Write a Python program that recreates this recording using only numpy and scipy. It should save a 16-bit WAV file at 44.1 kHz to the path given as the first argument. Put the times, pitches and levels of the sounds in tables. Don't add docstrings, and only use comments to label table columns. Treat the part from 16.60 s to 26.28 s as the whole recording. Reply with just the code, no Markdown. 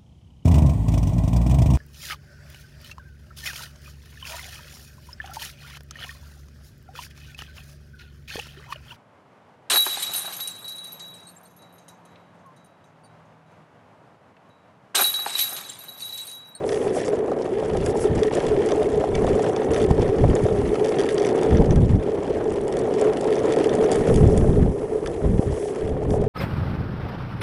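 import sys
import numpy as np
from scipy import signal
from scipy.io import wavfile
from scipy.ndimage import uniform_filter1d

SR = 44100
rng = np.random.default_rng(int(sys.argv[2]) if len(sys.argv) > 2 else 0)


def level_to_linear(level):
    exponent = np.asarray(level, float) / 20
    return 10 ** exponent


def store_wav(level_fs):
    pcm = np.round(np.clip(np.atleast_2d(level_fs), -1, 1) * 32767)
    wavfile.write(sys.argv[1], SR, pcm.T.astype(np.int16))


N = 426888

# [t/s, hum level/dB, rattle
# level/dB]
RIDE = [(0.0, -22.5, -51), (0.4, -22, -41.5), (0.62, -23.5, -56), (1.1, -22.5, -46), (1.94, -20, -42),
        (2.4, -21.5, -46.5), (2.75, -19.5, -43.5), (3.5, -21, -44.5), (4.42, -21, -43.5),
        (4.91, -17.5, -43), (5.25, -25, -50.5), (5.9, -23, -50), (7.06, -18, -41), (7.7, -20, -46),
        (8.1, -25.5, -55.5), (9.15, -27, -49.5), (9.33, -26.5, -55), (9.68, -22.5, -57)]
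# [t/s, level change/dB]
LOADS = [(0.27, 5), (0.38, 1), (0.44, -2.5), (1.70, -8.5), (1.78, 6.5), (3.61, -2.5), (3.77, 7), (4.77, -1),
         (4.93, 3), (5.01, 6.5), (5.12, 1), (6.01, -2), (6.42, 4), (6.471, 6.5), (6.85, 2.5), (7.14, 2),
         (7.36, 2.5), (7.65, 0), (7.69, -4.5), (7.84, 2.5), (8.65, 9), (8.94, 0), (8.98, 5), (9.06, -4.5)]
# [f/Hz, width/Hz, level/dB]
DECK_MODES = [(133, 68.6, -17.5), (243.5, 100, -14), (360.4, 63, -6.5), (400.7, 31, -1), (436.7, 27.8, -1),
              (492, 69, -13), (585, 155, -16), (771, 94, -19), (984, 212, -32)]
# [f/Hz, width/Hz, level/dB]
AXLE_MODES = [(1290, 115, 10.5), (1630, 50, 11.5), (1813, 177, 12), (2170, 510, 0.5), (2108, 220, 0),
              (3050, 1710, 3.5), (3580, 380, 6)]
# [f/Hz, width/Hz, level/dB]
WASHER_MODES = [(3480, 430, -0.5), (4600, 330, 2.5), (5240, 1860, 2), (5990, 660, 6.5), (6490, 2500, 5),
                (7900, 10100, 1.5), (11940, 3100, -1.5)]
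# [f/Hz, width/Hz, level/dB]
FINGER_MODES = [(5600, 1800, -4), (8470, 1700, -2), (10680, 520, 2)]
# [start t/s, hold/s, level/dB]
RUBS = [(0.08, .18, -43.5), (0.28, .07, -51), (0.36, 0.025, -38), (1.26, 0.04, -42), (1.41, 0.018, -35),
        (1.63, .02, -56), (1.75, .02, -54), (2.05, 0.22, -50), (2.60, 0.3, -51), (3.14, 0.08, -45.5),
        (3.79, .46, -50), (4.29, .03, -47), (4.39, 0.59, -56), (7.33, 0.12, -45.5), (7.48, 0.14, -42.5),
        (7.60, 0.37, -47.5), (7.77, 0.035, -44), (7.95, 1, -52), (8.80, 0.065, -49), (8.93, 0.18, -46.5),
        (9.15, .07, -52), (9.515, 0.025, -45)]
# [rate/(1/s), length/ms, level/dB]
EDDIES = [(25.8, 36, 13.5), (82, 18, -31), (220.3, 2.44, -8)]
# [start t/s, hold/s, level/dB]
GUSTS = [(1.02, 1, -39.5), (1.12, 0.17, -27.5), (1.39, .07, -32.5), (1.52, 0.078, -24), (1.87, 0.097, -31),
         (2.14, 0.2, -37), (2.36, 0.025, -26), (2.52, 0.17, -24.5), (2.68, 0.058, -26), (3.09, 0.068, -31),
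         (3.22, 0.016, -22), (3.29, .04, -22), (3.35, .14, -22.5), (3.61, 0.12, -17.5), (3.835, .02, -22.5),
         (3.92, 0.18, -26), (4.10, 0.17, -42), (4.93, 0.11, -14.5), (5.06, 0.22, -15), (5.31, 0.055, -14),
         (5.45, 0.78, -39), (7.05, .33, -38.5), (7.39, 0.043, -25), (7.51, 0.13, -14.5), (7.66, 0.25, -16),
         (7.90, .19, -13.5), (8.16, 0.61, -39), (8.66, 0.092, -17.5), (8.87, 0.067, -24.5),
         (9.25, .15, -26.5), (9.45, 0.2, -22)]
# [t/s, peak level/dB, length/ms]
POPS = [(3.31, -1, 2.6), (3.397, -7, 2.9), (3.688, -9, 3.0), (3.716, -8, 3.2), (3.838, -10, 3.0),
        (3.988, -12, 1.9), (5.103, -9, 3.7), (5.175, -4, 2.3), (5.330, -9, 3.1), (7.893, -9, 2.7),
        (7.917, -9, 3.0), (8.026, -6, 3.2), (8.793, 0, 1.64)]
# [t/s, peak level/dB, middle share/dB]
KNOCKS = [(0.0903, -13, -13), (1.6319, -7, -16), (1.8017, -13.5, -21), (2.1181, -14.5, -9.5),
          (2.2287, -13.5, -18), (2.5516, -8.5, -14), (2.6665, -12.5, -25), (2.862, -22, -15),
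          (2.962, -14, -14), (3.1343, -14.5, -12), (3.1607, -12, -17), (3.1996, -16, -18),
          (3.4181, -20, -10.5), (4.1415, -21, -17), (4.2435, -13, -17), (4.385, -12.5, -15),
          (4.4346, -12, -20), (4.4883, -6.5, -19), (4.5795, -9, -13), (4.598, -24, -5),
          (4.648, -10.5, -15.5), (4.6668, -14, -15), (4.788, -19, -30), (4.9701, -22, -9),
          (5.107, -16, -11), (6.5695, -12, -34), (6.725, -12, -20), (7.01, -18.5, -16),
          (7.0923, -16, -12.5), (8.4594, -12, -20)]
# [t/s, peak level/dB, bright share/dB]
TICKS = [(0.1193, -16, -21), (0.4798, -17.5, -13.5), (1.17, -18, -14), (1.261, -13, -9.5),
         (1.7504, -27.5, 0.5), (1.8655, -13.5, -17), (2.0597, -25, -6), (2.0872, -14, -19),
         (3.3096, -18, -14), (3.7523, -23.5, -3), (4.29, -18, -17), (4.5436, -34.5, 3), (4.6882, -14, -22),
         (4.812, -23, -11), (4.8304, -14, -15), (5.1577, -18, -16), (6.0791, -23, -10), (6.1238, -17, -17),
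         (6.168, -17, -16), (6.4117, -19.5, -6), (6.6099, -23, -7), (6.9222, -12.5, -15),
         (7.0404, -19, -11), (7.151, -29, 0), (7.3154, -13, -9), (7.3567, -19, -8), (7.541, -16.5, -13),
         (7.5584, -16, -9), (7.7754, -14.5, -10.5), (9.5044, -22, -19)]
# [t/s, peak level/dB, middle share/dB, bright share/dB]
MORE_KNOCKS = [(2.821, -26, -14, -13), (3.1434, -12, -15, -20), (7.32, -18, -15, -13), (7.3254, -16, -17, -11),
               (7.331, -18, -8, -14), (7.344, -20, -20, -12), (7.3644, -26, -20, -19), (8.4352, -55, -5, -2),
               (8.4716, -15.5, -14.5, -18), (9.1591, -27, -18, -12), (9.2918, -25, -16, -17),
               (9.614, -28.5, -15, -12), (9.6382, -34, -8, -9)]
# [first bounce t/s, gap/s, peak level/dB]
BOUNCES = [(0.128, 0.015, -16), (0.556, 0.0056, -27), (0.862, 0.014, -30), (0.984, .009, -28),
           (2.096, .011, -19), (3.173, .011, -23), (3.215, 0.012, -16), (4.259, 0.012, -17),
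           (4.394, 0.0091, -11), (4.445, .010, -21), (4.496, 0.0067, -18.5), (4.619, 0.0086, -18),
           (4.692, 0.0082, -25), (4.930, 0.013, -23), (6.533, 0.038, -19), (6.642, 0.031, -17),
           (6.734, 0.0093, -19), (6.764, 0.018, -20), (6.891, 0.0079, -20), (6.936, 0.025, -13.5),
           (7.047, 0.0034, -27)]
# [t/s, peak level/dB]
THUMPS = [(0.207, -17), (0.364, -5.5), (0.48, -10), (0.678, -9.5), (0.856, -9), (0.715, -6), (0.816, -34),
          (1.023, -10), (1.147, -7.5), (1.274, -14), (2.438, -5), (2.643, -7), (2.675, -3.5), (2.803, -18),
          (2.842, -3), (3.163, -11), (3.312, -13), (3.638, -4), (3.864, -9), (4.312, -12), (4.385, -37),
          (4.997, -19), (5.123, -15), (6.782, -24), (7.317, -5)]
# [t/s, length/ms, f/Hz, level/dB]
SQUEAKS = [
    (2.538, 32, 2280, -33),
    (2.565, 50, 2340, -48),
    (2.536, 26, 3500, -39),
    (5.165, 30, 1600, -42),
]

LOAD_S, RATTLE_FEELS_LOAD = 0.009, 0.72
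BUZZ_DB, BUZZ_FOLLOWS = -45, 0.93
HISS_DB, HISS_FOLLOWS = -57, 0.9
GRIP_DB, GRIP_FOLLOWS = -55.5, 0.74
RUB_RISE_DB_PER_S, RUB_FALL_DB_PER_S = 350, 302
CHATTER_PER_S, CHATTER_T60_MS, CHATTER_DB = 85, 10, -53.5
BREEZE_DB, GUST_RISE_DB_PER_S, GUST_FALL_DB_PER_S = -47, 300, 380
FLUTTER_DB, FLUTTER_PER_S = 2.2, 24
KNOCK_T60_S, KNOCK_BRIGHT_DB, TICK_MIDDLE_DB = 0.016, -23, -13
BOUNCE_LOSS_DB, BOUNCE_MIDDLE_DB, BOUNCE_BRIGHT_DB = 1, -16.5, -19
TURN_AWAY_S, TURN_TAKES_S, HAND_SHADOW_DB = 7.9, 0.25, -3


def rms_one(x):
    return x / np.sqrt(np.mean(x ** 2) + 1e-20)


def in_time(rows):
    s, *columns = np.transpose(rows)
    return [np.interp(np.arange(N) / SR, s, column) for column in columns]


def drift(rate):
    r = np.exp(-40 * np.pi * rate / SR)
    noise = rng.standard_normal(N // 20 + 2002)
    slow = signal.lfilter([1], [1, -2 * r, r * r], noise)[2000:]
    return np.interp(np.arange(N) / 20, np.arange(len(slow)), rms_one(slow))


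def modes(x, table, patchy_db=0):
    out = np.zeros(N)
    for k, (hz, width_hz, level_db) in enumerate(table):
        r = np.exp(-np.pi * width_hz / SR)
        top = [(1 - r * r) / 2, 0, (r * r - 1) / 2]
        bottom = [1, -2 * r * np.cos(2 * np.pi * hz / SR), r * r]
        rung = signal.lfilter(top, bottom, x)
        sign = (-1) ** k
        out += sign * level_to_linear(level_db + patchy_db * drift(34.7)) * rung
    return out


def clicks(per_s, spread_db):
    happens = rng.random(N) < per_s / SR
    return happens * level_to_linear(spread_db * np.minimum(rng.exponential(1, N), 3))


def dying(x, t60_ms):
    return signal.lfilter([1], [1, -level_to_linear(-60000 / (t60_ms * SR))], x + 1e-18)


def push(length_ms):
    return np.hanning(max(int(length_ms * SR / 500), 3))


def swells(rows, rise_db_per_s, fall_db_per_s, rest_db):
    t = np.arange(0, N + 64, 64) / SR
    s, hold, db = np.transpose(rows)[:, :, None]
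    rise = rise_db_per_s * np.clip(s - t, 0, None)
    fall = fall_db_per_s * np.clip(t - s - hold, 0, None)
    loudest = (db - rise - fall).max(axis=0)
    return np.maximum(np.interp(np.arange(N) / SR, t, loudest), rest_db)


def loads():
    t = np.arange(N) / SR
    return sum(db * np.exp(-0.5 * ((t - s) / LOAD_S) ** 2) for s, db in LOADS)


def jolt_train(per_s, t60_ms, spread_db):
    bumps = clicks(per_s * level_to_linear(4.0 * drift(4.4)), spread_db)
    return rms_one(dying(dying(bumps, t60_ms), 1.8))


def shaken(jolts, share, flicker_db):
    return rng.standard_normal(N) * (1 + share * jolts) * level_to_linear(flicker_db * drift(78.0))


def deck(jolts, hum_db):
    low = modes(shaken(jolts, 0.26, 1.15), DECK_MODES[:5], patchy_db=1.02)
    high = modes(shaken(jolts, 0.3, 2.76), DECK_MODES[5:], patchy_db=1.5)
    treble_cut = signal.butter(2, 1900, fs=SR, output="sos")
    return level_to_linear(hum_db) * rms_one(signal.sosfilt(treble_cut, low + high))


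def axles(jolts, buzz_db):
    loose = jolts + jolt_train(120.0, 9.0, 3.5)
    rattle = shaken(loose, 0.62, 2.5)
    return level_to_linear(buzz_db - 2.0) * rms_one(modes(rattle, AXLE_MODES, patchy_db=1.5))


def grit(jolts, hiss_db):
    loose = 0.6 * jolts + jolt_train(140.0, 6.0, 3.5)
    crackle = shaken(loose, 1.8, 2.6)
    return level_to_linear(hiss_db + 2.0) * rms_one(modes(crackle, WASHER_MODES, patchy_db=-5.5))


def chatter(swing_db):
    hits = clicks(CHATTER_PER_S * level_to_linear(0.4 * swing_db + 7.0 * drift(5.4)), 1.9)
    ticks = dying(dying(hits, CHATTER_T60_MS), 1.3)
    axle = [(hz, width_hz, db + 7.5) for hz, width_hz, db in AXLE_MODES[2:]]
    rung = modes(ticks * rng.standard_normal(N), axle + WASHER_MODES, patchy_db=3.5)
    return level_to_linear(CHATTER_DB + 0.3 * swing_db) * rms_one(rung)


def wind():
    lumps = np.zeros(N)
    for per_s, ms, db in EDDIES:
        pushes = signal.fftconvolve(clicks(per_s, 5.0), push(ms))[:N]
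        lumps += level_to_linear(db) * rms_one(pushes)
    soft = signal.butter(2, 150, fs=SR, output="sos")
    rumble = rms_one(signal.sosfilt(soft, rng.standard_normal(N)))
    leak = signal.butter(2, 35, "high", fs=SR, output="sos")
    gusts = rms_one(signal.sosfilt(leak, lumps - np.mean(lumps) + level_to_linear(3.0) * rumble))
    no_hiss = signal.butter(4, 450, fs=SR, output="sos")
    gusts = signal.sosfilt(no_hiss, gusts)
    gust_db = swells(GUSTS, GUST_RISE_DB_PER_S, GUST_FALL_DB_PER_S, BREEZE_DB)
    gusts *= level_to_linear(gust_db + FLUTTER_DB * drift(FLUTTER_PER_S))
    pop_leak = signal.butter(1, 60, "high", fs=SR, output="sos")
    for s, peak_db, ms in POPS:
        pop = np.zeros(N)
        pop[round(s * SR)] = level_to_linear(peak_db + 0.5)
        gusts += signal.sosfilt(pop_leak, np.convolve(pop, push(ms))[:N])
    return gusts


def fingers(swing_db):
    grip_db = GRIP_DB + GRIP_FOLLOWS * swing_db
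    rub_db = swells(RUBS, RUB_RISE_DB_PER_S, RUB_FALL_DB_PER_S, grip_db)
    tremble_db = 1.3 * drift(40.0)
    return level_to_linear(rub_db - 4.5 + tremble_db) * rms_one(modes(rng.standard_normal(N), FINGER_MODES))


def knocks():
    hits = [(s, db, middle_db, KNOCK_BRIGHT_DB) for s, db, middle_db in KNOCKS]
    hits += [(s, db, TICK_MIDDLE_DB, bright_db) for s, db, bright_db in TICKS]
    hits += MORE_KNOCKS
    for s, gap, db in BOUNCES:
        for k in range(3):
            hits.append((s + k * gap, db - k * BOUNCE_LOSS_DB, BOUNCE_MIDDLE_DB, BOUNCE_BRIGHT_DB))
    dull, middle, bright = np.zeros((3, N))
    t = np.arange(1500) / SR
    for s, peak_db, middle_db, bright_db in hits:
        start = round(s * SR)
        at = slice(start, start + 1500)
        rise = 1 - np.exp(-t / 0.0005)
        burst = rng.standard_normal(1500) * rise * level_to_linear(peak_db - 60 * t / KNOCK_T60_S)
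        dull[at] += burst
        middle[at] += burst * level_to_linear(middle_db)
        bright[at] += burst * level_to_linear(bright_db)
    axle = level_to_linear(-5.0) * modes(dull, AXLE_MODES[:4]) + level_to_linear(-4.0) * modes(dull, AXLE_MODES[4:])
    washers = level_to_linear(12.0) * modes(middle, WASHER_MODES[:4]) + level_to_linear(13.0) * modes(bright, WASHER_MODES[4:])
    return axle + washers


def thumps():
    bumps = np.zeros(N)
    for s, peak_db in THUMPS:
        bumps[round(s * SR)] = level_to_linear(peak_db + 26.5)
    bursts = dying(bumps, 40.0) * rng.standard_normal(N)
    return modes(bursts, DECK_MODES[5:] + [(1250, 490, -35.5)])


def squeaks():
    out = np.zeros(N)
    for s, ms, hz, db in SQUEAKS:
        swell = push(ms / 2)
        tone = np.sin(2 * np.pi * hz * np.arange(len(swell)) / SR)
        start = round(s * SR)
        out[start:start + len(swell)] += level_to_linear(db) * swell * tone
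    return out


def scene():
    hum_db, rattle_db = in_time(RIDE)
    load_db = loads()
    swing_db = rattle_db - rattle_db.mean() + RATTLE_FEELS_LOAD * load_db
    turned = np.clip((np.arange(N) / SR - TURN_AWAY_S) / TURN_TAKES_S, 0, 1)
    shadow_db = HAND_SHADOW_DB * turned
    jolts = jolt_train(70.0, 15.0, 3.1)
    mix = deck(jolts, hum_db + load_db)
    mix += axles(jolts, BUZZ_DB + BUZZ_FOLLOWS * swing_db)
    mix += grit(jolts, HISS_DB + HISS_FOLLOWS * swing_db + shadow_db)
    mix += level_to_linear(shadow_db) * chatter(swing_db)
    mix += wind() + fingers(swing_db)
    mix += level_to_linear(-4.0) * knocks() + thumps() + squeaks()
    return mix[None, :]


def thin_treble(x, from_hz, below_db, drop_db):
    hz, _, frames = signal.stft(x, SR, nperseg=256)
    band = (hz // 1000).astype(int)
    power = [np.mean(np.abs(frames[band == k]) ** 2, axis=0) for k in range(band.max() + 1)]
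    power = np.array(power) + 1e-18
    recent = np.exp(uniform_filter1d(np.log(power), size=40, axis=1))
    dips = power < recent * level_to_linear(2 * below_db)
    weak = dips[band] & (hz >= from_hz)[:, None]
    return signal.istft(frames * np.where(weak, level_to_linear(drop_db), 1), SR, nperseg=256)[1][:N]


def low_pass(x):
    return signal.sosfilt(signal.butter(12, 12390, fs=SR, output="sos"), x)


def record(dry):
    rounded = 1.3 * np.tanh(dry[0] / 1.3)
    thinned = thin_treble(rounded, 3000, -5.5, -10)
    edge = signal.cheby2(16, 31, 11300, fs=SR, output="sos")
    top = signal.butter(8, 11800, fs=SR, output="sos")
    finished = signal.sosfilt(top, signal.sosfilt(edge, thinned))
    return low_pass(finished[None, :])


dry = scene()
out = record(dry)
store_wav(out)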